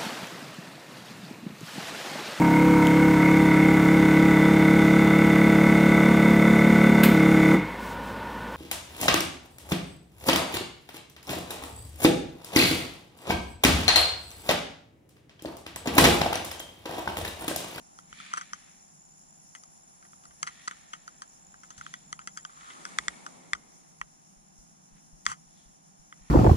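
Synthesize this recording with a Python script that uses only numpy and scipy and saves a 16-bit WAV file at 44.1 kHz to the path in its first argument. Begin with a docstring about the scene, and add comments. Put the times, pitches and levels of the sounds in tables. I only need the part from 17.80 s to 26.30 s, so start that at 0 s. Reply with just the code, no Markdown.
"""Creaks, four hard snaps, a short grinding rasp and cloth rubbing, close up, over a lake bank of trilling crickets.
An angler with a chest camera lifts and lowers a rod and reel; reel seat and camera mount slip, and each slip is
a noisy jerk plus a dying scrape ringing the modes of a joint or catch. These reach the two microphones out of step.
Low soft thumps, many in heartbeat-like pairs, come through the chest mount as damped sines; each snap adds a low jolt.
Cloth, strap, air and a far drone are shaped noise; crickets are trains of falling tones."""
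import sys
import numpy as np
from scipy import signal
from scipy.fft import rfft, irfft, next_fast_len
from scipy.io import wavfile
from scipy.ndimage import map_coordinates

SR = 44100
rng = np.random.default_rng(int(sys.argv[2]) if len(sys.argv) > 2 else 0)


def put_to_file(sound):
    """Save the sound as 16-bit audio at rate SR, in the file named by the first command-line argument."""
    columns = np.atleast_2d(sound).T  # one column per channel
    safe = np.clip(columns, -1, 1)
    whole_steps = np.round(safe * 32767)
    wavfile.write(sys.argv[1], SR, whole_steps.astype(np.int16))


N = 374850

# hard snaps: (time [s], level [dB], ring [dB], brightness [dB])
SNAPS = [(5.1862, -20, 3.5, -0.5), (5.282, -22, 4, 0), (5.733, -20, 3.5, -2.5), (7.4645, -18.5, 1, -1)]
# modes of the slipping joint: (frequency [Hz], level [dB], t60 [s], lag at right microphone [s], left minus right [dB])
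JOINT = [(177, -25.5, 0.045, 0.00082, 6.5), (935, -13, 0.0099, 0.00052, 4.5),
         (1238, -3, 0.0146, 0.00052, -0.5), (1485, -7.5, 0.015, 0.00044, 2.5),
         (1991, -4, 0.016, 0.00039, 0), (2890, -13, 0.0055, 0.00026, 3),
         (3280, -10.5, 0.012, 0.000257, 2.5), (5030, -5, 0.0027, 0.00027, 0.5),
         (6210, -2.5, 0.0056, .00033, 11.5), (8050, -10.5, 0.0018, 0.000273, 9.5),
         (9230, -11.5, .004, .00028, 2.5)]
# broad crackle of the rubbing faces: (frequency [Hz], level [dB])
CRUNCH = [(0, -70.5), (350, -24.5), (650, -20), (1100, 2.5), (2200, -5), (4000, -13.5), (6500, -2),
          (9000, -5.5), (11000, -15.5), (14000, -22.5), (16000, -29)]


def amp(db):
    """Decibels to gain."""
    return 10 ** (np.asarray(db) / 20)


def unit(x):
    """Scale to rms 1."""
    return x / np.sqrt(np.mean(x ** 2) + 1e-20)


def curves(rows):
    """One value per sample for each column after the time."""
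    s, *cols = np.transpose(rows)
    return [np.interp(np.arange(N) / SR, s, c) for c in cols]


def wobble(rate_hz):
    """A smooth random curve with rate_hz knots a second."""
    knots = rng.standard_normal(int(N * rate_hz / SR) + 4)
    return map_coordinates(knots, [np.arange(N) * rate_hz / SR])


def filtered(x, response):
    """x times a response of frequency."""
    m = next_fast_len(N + 8192)
    return irfft(rfft(x, m) * response(np.fft.rfftfreq(m, 1 / SR)), m)[..., :N]


def rush(spectrum, alike):
    """Stereo noise of rms 1 with a given spectrum and left-right correlation."""
    f, db = np.transpose(spectrum)

    def colour(hz):
        return amp(np.interp(np.log(hz + 1), np.log(f + 1), db, -100, -100))

    mid, side = filtered(rng.standard_normal((2, N)), colour)
    turn = np.arccos(np.clip(alike, -1, 1)) / 2
    return unit(np.cos(turn) * mid + np.sin(turn) * np.array([side, -side]))


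def widened(x):
    """The close microphone pair spreads diffuse sound: some bands of the left-right difference are boosted."""
    # stereo width: (frequency [Hz], side gain [dB])
    width = [(250, -0.5), (480, 5.5), (800, 9), (1250, 9), (2000, 2), (3000, -0.5), (4000, -3.5),
             (5000, 1.5), (5700, 5), (6500, 5.5), (7500, 0)]
    f, db = np.transpose(width)
    side = filtered((x[0] - x[1]) / 2, lambda hz: amp(np.interp(np.log(hz + 1), np.log(f), db)))
    return x.mean(axis=0) + np.array([side, -side])


def pan(db):
    """Left and right gains for a level difference."""
    return amp(np.array([[db], [-db]]) / 2)


def spread(x, lag_s):
    """A source off to one side reaches the right microphone lag_s later (earlier if negative)."""
    return filtered(x, lambda hz: np.array([np.ones_like(hz), np.exp(-2j * np.pi * hz * lag_s)]))


def add(out, s, sound):
    """Mix a short sound in at time s."""
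    start = max(round(s * SR), 0)
    out[:, start:start + sound.shape[-1]] += sound[..., :N - start]


def swell_db(start_s, rise_s, hold_s, fall_s):
    """Rise, hold and fall of a rub, in dB under its top; the slopes run on past both ends."""
    fade_db = 19  # gained during the rise, lost during the fall
    t = np.arange(N) / SR - start_s
    return -fade_db * np.clip(np.maximum(1 - t / rise_s, (t - rise_s - hold_s) / fall_s), 0, 10)


def swell(start_s, rise_s, hold_s, fall_s, db):
    """The gain of one rub over time."""
    return amp(db + swell_db(start_s, rise_s, hold_s, fall_s))


def lake():
    """Faint open air and a far, slightly wavering drone, both shaped noise."""
    # open air over the lake: (frequency [Hz], level [dB])
    air_spectrum = [(20, -0.5), (50, -2), (110, -5), (300, -2.5), (450, -12.5), (600, -9), (780, -2.5),
                    (900, -7.5), (1100, -12), (1700, -14), (3000, -17), (4200, -18), (5500, -23.5),
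                    (7000, -63)]
    # its course: (time [s], level [dB])
    air_level = [(0, -63), (1.2, -66.5), (2.3, -64.5), (4.3, -64), (6.4, -67), (8.5, -66.5)]
    # far low drone: (frequency [Hz], level [dB])
    drone_spectrum = [(90, -28), (125, -12), (150, 2.5), (190, 2), (240, -7), (330, -19), (500, -26.5)]
    # its course: (time [s], level [dB])
    drone_level = [(0.0, -67), (0.64, -61.5), (0.85, -65), (3.88, -67), (4.02, -59), (4.88, -67),
                   (5.04, -58.5), (6.6, -64), (7.15, -62), (8.5, -66)]
    air = amp(curves(air_level)[0]) * widened(rush(air_spectrum, alike=0.08))
    waver = amp(1.2 * wobble(15))
    return air + amp(curves(drone_level)[0]) * waver * rush(drone_spectrum, alike=0.24)


def cricket(hz, rate_hz, sweep, group, depth, sharp):
    """Wing strokes: each is a short falling tone; the strokes swell in groups."""
    strokes = np.cumsum(rate_hz * (1 + 0.025 * wobble(6))) / SR + rng.random()
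    within = strokes % 1
    pitch_hz = hz * (1 + sweep * (0.5 - within) + 0.0087 * wobble(400))
    grouping = 1 + depth * np.sin(2 * np.pi * strokes / group)
    size = np.abs(np.sin(np.pi * within)) ** sharp * grouping * amp(2.5 * wobble(50))
    return unit(size * np.sin(2 * np.pi * np.cumsum(pitch_hz) / SR))


def insects(bush_gain_db=1):
    """Near crickets, as stroke trains, over the blurred noise chorus of many far ones that ebbs slowly."""
    # near insects: (time [s], tree cricket level [dB], bush cricket level [dB])
    near_level = [(0.0, -68.5, -71.5), (1.23, -65, -72), (2.46, -67.5, -67), (3.15, -66.5, -73.5),
                  (4.64, -62.5, -70), (6.06, -72, -75.5), (8.5, -72.5, -76.5)]
    # high chirper, which tires halfway: (time [s], level against the tree crickets [dB])
    chirp_level = [(4.8, -5.5), (5.4, -11)]
    # far chorus: (frequency [Hz], level [dB])
    chorus_spectrum = [(4000, -24), (5100, -10.5), (5650, 0.5), (6000, -11), (6550, 0), (7200, -6),
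                       (8200, -14.5), (9200, -7), (10700, -10), (11500, -45), (12600, -40), (13500, -12.5),
                       (14400, -27.5), (16000, -56)]
    chorus_start_db, chorus_db_per_s = -62.5, -0.33
    tree_db, bush_db = curves(near_level)
    trill = spread(cricket(hz=6990, rate_hz=67.5, sweep=0.03, group=4, depth=0.55, sharp=3), lag_s=0.00002)
    second = spread(cricket(hz=6970, rate_hz=96, sweep=0.035, group=1.8, depth=0.96, sharp=2), lag_s=-0.000055)
    chirp = spread(cricket(hz=7520, rate_hz=29, sweep=0.084, group=2, depth=0.18, sharp=13), lag_s=0.00002)
    bush = spread(cricket(hz=10364, rate_hz=120, sweep=0.18, group=4.5, depth=0.054, sharp=1.3), lag_s=0.00002)
    trees = amp(0.5) * trill + amp(3) * second + amp(curves(chirp_level)[0]) * chirp
    near = amp(tree_db) * trees + amp(bush_db + bush_gain_db) * bush
    chorus_db = chorus_start_db + chorus_db_per_s * np.arange(N) / SR + 1.5 * wobble(20)
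    return near + amp(chorus_db) * widened(rush(chorus_spectrum, alike=0.024))


def thumps(gain_db=1, t60_s=0.17):
    """Low soft thumps, many in heartbeat-like pairs, through the chest mount; each snap adds a low jolt."""
    # soft thumps: (time [s], level [dB], frequency [Hz])
    soft_thumps = [(0.315, -57, 60), (2.484, -58, 65), (3.975, -52, 70), (3.981, -50.5, 139),
                   (6.205, -51.5, 45), (6.564, -53, 33), (6.784, -49.5, 42), (7.119, -50, 30),
                   (7.326, -45, 35), (7.66, -56.5, 30), (7.855, -50, 39.4), (8.19, -53, 30),
                   (8.408, -46.5, 35)]
    jolt_db, jolt_hz, jolt_lead_s = -29.5, 56.3, 0.0043  # level is against the snap
    out, t = np.zeros((2, N)), np.arange(SR // 4) / SR
    jolts = [(s - jolt_lead_s, db + jolt_db, jolt_hz) for s, db, *_ in SNAPS]
    for s, db, hz in soft_thumps + jolts:
        tone = np.sin(2 * np.pi * hz * t - np.array([[0], [1.1]]))  # the right port lags in phase [rad]
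        onset = 1 - np.exp(-t / 0.00364)
        add(out, s, pan(1.5) * amp(db + gain_db - 60 * t / t60_s) * tone * onset)
    return out


def strap(squeeze_db=-50.5, rub_db=-56, fizz_db=-56.5):
    """The strap drags across the housing, flexing its lowest mode, then rubbing its shell with a fine fizz."""
    # courses: (start [s], rise [s], hold [s], fall [s])
    squeeze_shape = (4.66, 0.18, 0.08, 0.75)
    rub_shape = (4.76, 0.23, 0.58, 0.65)
    fizz_shape = (4.45, 0.6, 0.2, 0.85)
    # spectra of flexing, rubbing and fibres on the shell: (frequency [Hz], level [dB])
    squeeze_spectrum = [(600, -42.5), (1000, -13), (1230, -5), (1400, -8), (1700, -18.5), (3000, -43.5)]
    rub_spectrum = [(100, -17), (250, 3), (500, -3.5), (800, 0), (1100, -4.5), (1700, -20.5), (3000, -47.5)]
    fizz_spectrum = [(3000, -26.5), (5000, -4.5), (6300, -1), (8200, -1), (10500, -3), (11500, -33.5),
                     (13500, -15), (16000, -51)]
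    squeeze = swell(*squeeze_shape, squeeze_db) * rush(squeeze_spectrum, alike=-0.88)
    squeeze = squeeze * unit(amp(2.2 * wobble(120)))
    rub = swell(*rub_shape, rub_db) * rush(rub_spectrum, alike=-0.1)
    fizz = swell(*fizz_shape, fizz_db) * rush(fizz_spectrum, alike=-0.17)
    return squeeze + rub + fizz


def ringing(modes, ring_db, bright_db, scatter_db, detune, rise_s=0.0003):
    """Stereo answer to one slip: decaying modes, with the middle and upper ones offset by ring and brightness."""
    clock = np.arange(SR // 25) / SR
    out = np.zeros((2, len(clock)))
    for k, (hz, db, t60_s, lag_s, side_db) in enumerate(modes):
        tilt_db = np.interp(hz, [1550, 1850, 3600, 4700], [0, ring_db, ring_db, bright_db])
        mode_db = db + tilt_db + scatter_db * rng.normal()
        t = np.maximum(clock - np.array([[0], [lag_s]]), 0)  # the bending wave reaches the right microphone later
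        phase = 2 * np.pi * hz * (1 + detune * rng.normal()) * t
        onset = 1 - np.exp(-(t / rise_s) ** 2)
        tone = unit(pan(side_db) * np.sin(phase) * onset * amp(-60 * t / t60_s))
        out += (-1) ** k * amp(mode_db) * tone
    return out / np.sqrt(np.sum(out ** 2) / 2)


def cloth(swish_gain_db=-1.5, grain_db=1.0, blur_hz=105, catch_db=-6):
    """A sleeve brushes by in strokes; its weave sings faintly, higher at speed, flutters and catches in tiny ticks."""
    # strokes: (start [s], rise [s], hold [s], fall [s], swish level [dB], hiss level [dB],
    #           weave pitch at full speed [Hz], weave level over the swish [dB])
    strokes = [(0.29, 0.093, 0.12, 0.22, -52.5, -54.5, 2350, -0.5),
               (0.52, 0.084, 0.28, 0.27, -63.5, -69, 2220, -9),
               (2.549, 0.19, 0.14, 0.65, -59, -62.5, 1880, -3),
               (3.853, 0.17, 0.052, 0.3, -62.5, -62, 2020, -18),
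               (4.62, 0.24, 0.046, 0.4, -58, -60, 2100, -15.5),
               (4.85, 0.25, 0.24, 0.85, -60.5, -64.5, 2197, -0.5),
               (7.101, 0.065, 0.01, 0.07, -67.5, -74, 2000, -18),
               (7.601, 0.19, 0.02, 0.15, -74, -68.5, 2000, -18),
               (8.3, 0.23, 0.05, 0.2, -60.5, -69, 1990, -9)]
    # spectra: (frequency [Hz], level [dB])
    swish_spectrum = [(590, -45), (1000, -12.5), (1260, -8), (1630, -8.5), (1780, -1.5), (2080, -7.5),
                      (2270, -3.5), (2770, -9.5), (3000, -10), (3900, -55), (6600, -120)]
    hiss_spectrum = [(1500, -27), (2600, -14.5), (3350, 3.5), (4200, -1), (5500, -7.5), (8500, -12.5),
                     (10500, -13), (12000, -34.5), (16000, -63)]
    sag_per_db = 0.004  # share by which the weave's pitch drops for each dB that a stroke slows
    swish, hiss, weave = np.zeros((3, N))
    for start, rise, hold, fall, body_db, treble_db, weave_hz, weave_db in strokes:
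        speed_db = swell_db(start, rise, hold, fall)
        speed = amp(speed_db)
        pitch_hz = weave_hz * np.exp(sag_per_db * speed_db)
        swish += amp(body_db) * speed
        hiss += amp(treble_db) * speed
        weave += amp(body_db + weave_db) * speed * np.sin(2 * np.pi * np.cumsum(pitch_hz) / SR)
    blur = unit(filtered(rng.standard_normal((2, N)), lambda hz: 1 / (1 + (hz / blur_hz) ** 2)))
    song = np.sqrt(2) * blur * weave
    snags = (rng.random(N) < 170 / SR) * rng.standard_normal(N)  # threads catch on the mount and ring it
    ring = ringing(JOINT, ring_db=1, bright_db=-8, scatter_db=1.5, detune=0.01)
    catches = amp(catch_db) * unit(signal.fftconvolve(ring, snags[None], axes=1)[:, :N])
    body = swish * (rush(swish_spectrum, alike=0.35) + catches) + song
    brush = amp(swish_gain_db) * body + hiss * rush(hiss_spectrum, alike=0.331)
    return brush * unit(amp(grain_db * wobble(300))) * pan(0.3)


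def crunch(bright_db, t60_s):
    """A few milliseconds of broad crackle, different at each microphone; mean energy 1."""
    t = np.arange(SR // 25) / SR
    hz = np.fft.rfftfreq(len(t), 1 / SR)
    colour_db = np.interp(hz, *np.transpose(CRUNCH)) + np.interp(hz, [2500, 5500], [0, bright_db / 2])
    burst = irfft(rfft(rng.standard_normal((2, len(t)))) * amp(colour_db), len(t))
    burst = burst * amp(-60 * t / t60_s) * (1 - np.exp(-t / 0.00034))
    return burst / np.sqrt(np.sum(burst ** 2) / 2)


def slip(ring, db, scrape_db, scrape_t60_s, stutter):
    """One jerk that stutters briefly, then a dying scrape of tiny slips, all ringing the same modes."""
    t = np.arange(SR // 16) / SR
    grains = rng.standard_normal(len(t)) * amp(-60 * t / scrape_t60_s) * (1 - np.exp(-(t / 0.0014) ** 2))
    jerk = rng.standard_normal(len(t)) * amp(-60 * t / 0.0073)
    jerk *= stutter / np.linalg.norm(jerk)
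    jerk[0] += 1
    click, scrape = (signal.fftconvolve(ring, force[None], axes=1) for force in (jerk, grains))
    sound = click / np.linalg.norm(click) + amp(scrape_db) * scrape / np.linalg.norm(scrape)
    return amp(db) * np.sqrt(2 * SR * 0.005) * sound  # level refers to 5 ms


def rasp(slips_per_s=5000, crunch_db=-6, shudder_db=-15):
    """The joint slides on: dense uneven slips grind through its modes over a crackle, and the housing shudders."""
    pressure = unit(amp(1.5 * wobble(330)))
    force = (rng.random(N) < slips_per_s / SR) * rng.standard_normal(N) * pressure
    ring = ringing(JOINT, ring_db=-4.5, bright_db=-9.5, scatter_db=-0.5, detune=0.0096)
    grind = unit(signal.fftconvolve(ring, force[None], axes=1)[:, :N])
    shudder = amp(shudder_db) * rush([(50, -14.5), (130, -1.0), (200, -4.5), (350, -27.5)], alike=0.33)
    crackle = amp(crunch_db) * pressure * rush(CRUNCH, alike=0.1)
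    slide = swell(start_s=7.461, rise_s=0.007, hold_s=0.052, fall_s=0.03, db=-38.5)  # around the last snap
    return slide * unit(grind + shudder + crackle)


def snaps(crunch_db=-15):
    """A stiff catch lets go at once, nearly alike every time."""
    # modes of the catch: (frequency [Hz], level [dB], t60 [s], lag at right microphone [s], left minus right [dB])
    catch_modes = [(178, -31.5, .04, .0004, 1.5), (840, -19.5, 0.0023, 0.00062, -2),
                   (1207, -0.5, 0.01, 0.00063, 1.5), (1490, 1.5, 0.0055, 0.00039, 8),
                   (1980, 1, .011, 0.00042, 1), (3504, -7.5, 0.0075, .00062, 2),
                   (5140, -3, 0.0015, 0.000525, -7.5), (6790, -4.5, .006, 0.00065, 14),
                   (7880, -8.5, 0.0081, 0.00032, 14.5), (9000, -33, 0.0033, .0005, 0)]
    out = np.zeros((2, N))
    for s, db, ring_db, bright_db in SNAPS:
        ring = ringing(catch_modes, ring_db, bright_db, scatter_db=1.0, detune=0.0054)
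        ring = ring + amp(crunch_db) * crunch(bright_db, t60_s=0.0045)
        add(out, s, slip(ring, db, scrape_db=-16, scrape_t60_s=0.035, stutter=0.13))
    return out


def faint_slips(per_s=8.3, spread_db=2.5, ring_db=-7.5, bright_db=-13, scrape_db=0):
    """Rows like those of the clear slips, scattered at random through spells in which the moving rod creaks."""
    # spells: (from [s], to [s], typical level [dB])
    creaking = [(0.423, 0.621, -44.5), (2.1, 2.618, -54.5), (4.4, 5.101, -50)]
    rows = []
    for start, end, db in creaking:
        count = max(round((end - start) * per_s), 1)
        for k, (place, size) in enumerate(rng.random((count, 2))):
            s = start + (end - start) * (k + place) / count
            rows.append((s, db + spread_db * (2 * size - 1), ring_db, bright_db, scrape_db))
    return rows


def ticks(gain_db=-0.14, crunch_db=-11):
    """The gear creaks in single slips of its joint as the rod moves."""
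    # clear slips: (time [s], level [dB], ring [dB], brightness [dB], after-scrape [dB])
    clear_slips = [(0.1876, -44, -5, -10, -9), (0.3276, -40.5, -4, -26, -22), (0.401, -39, -3, -20, -8),
                   (0.5318, -39.5, 8, -18, -1.5), (0.5368, -24, -13, -14.5, -8.5),
                   (0.572, -32.5, -6.5, -12.5, 5.5), (0.5796, -34.5, -9, -9, -6),
                   (0.6114, -36, -3, -10, -1.5), (0.733, -29.5, -4.5, -7, -10), (1.7504, -41, -1, -7, -2),
                   (1.836, -48, -4, 4, -8), (2.3323, -49, -11, -22, -17), (2.4539, -48.5, -10.5, -9, -7),
                   (2.6294, -24.5, -11.5, -10.5, -9.5), (2.6674, -40.5, -3, -8, 0.5),
                   (2.673, -32.5, -5.5, -11, 0), (2.876, -30.5, -4, -8.5, -5.5),
                   (2.88, -28, -4, -10.5, -25), (2.9109, -36, -7.5, -16, -5), (3.133, -37.5, -3, -12, -2),
                   (3.1362, -33.5, -5.5, -15, -13), (3.278, -38, -11.5, -10.5, -8),
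                   (3.4197, -36, -9, -7, -7.5), (3.7417, -48, -14, -25, -8), (3.8337, -47, -11, -14, 2),
                   (3.9047, -41.5, -7.5, -10, -3), (3.979, -47, -1, 5, 2.5), (4.011, -36, -13, -19, -13),
                   (4.0642, -36.5, -7, -19, -13), (4.139, -34, 2.5, -4.5, -11.5),
                   (4.3278, -30.5, -1, -6.5, -15.5), (4.3912, -38.5, -11, -14, -8),
                   (4.4738, -32.5, -6, -7.5, -8.5), (4.5733, -33.5, -0.5, -6.5, -6.5),
                   (4.65, -33.5, -4, -15, -13), (4.902, -49.5, 7, -15, 5), (5.0521, -32, -9, -14, -7),
                   (5.464, -34, -19.5, -16, -7.5), (5.75, -39, -9, -13.5, -4),
                   (6.2137, -28, -5.5, -18.5, -15.5), (7.454, -44, -5, -3, 1.5),
                   (7.5161, -30.5, -10.5, -14, -4), (8.3252, -42, -3, -27, -14.8)]
    out = np.zeros((2, N))
    for s, db, ring_db, bright_db, scrape_db in clear_slips + faint_slips():
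        ring = ringing(JOINT, ring_db, bright_db, scatter_db=0.5, detune=0.027)
        ring = ring + amp(crunch_db) * crunch(bright_db, t60_s=0.013)
        add(out, s, slip(ring, db + gain_db, scrape_db, scrape_t60_s=0.071, stutter=0.74))
    return out


def scene():
    """Everything at the two microphones."""
    return lake() + insects() + thumps() + strap() + cloth() + rasp() + snaps() + ticks()


def record(dry):
    """The ports dull a band near 12 kHz and the sound towards 16 kHz; the camera keeps nothing above its limit."""
    top_hz = 16000

    def ports(hz):
        return amp(np.interp(hz, [10700, 12200, 13440, 16100], [0, -12, -1, -17.0]))

    return filtered(dry, lambda hz: ports(hz) * (hz < top_hz))


dry = scene()
out = record(dry)
put_to_file(out)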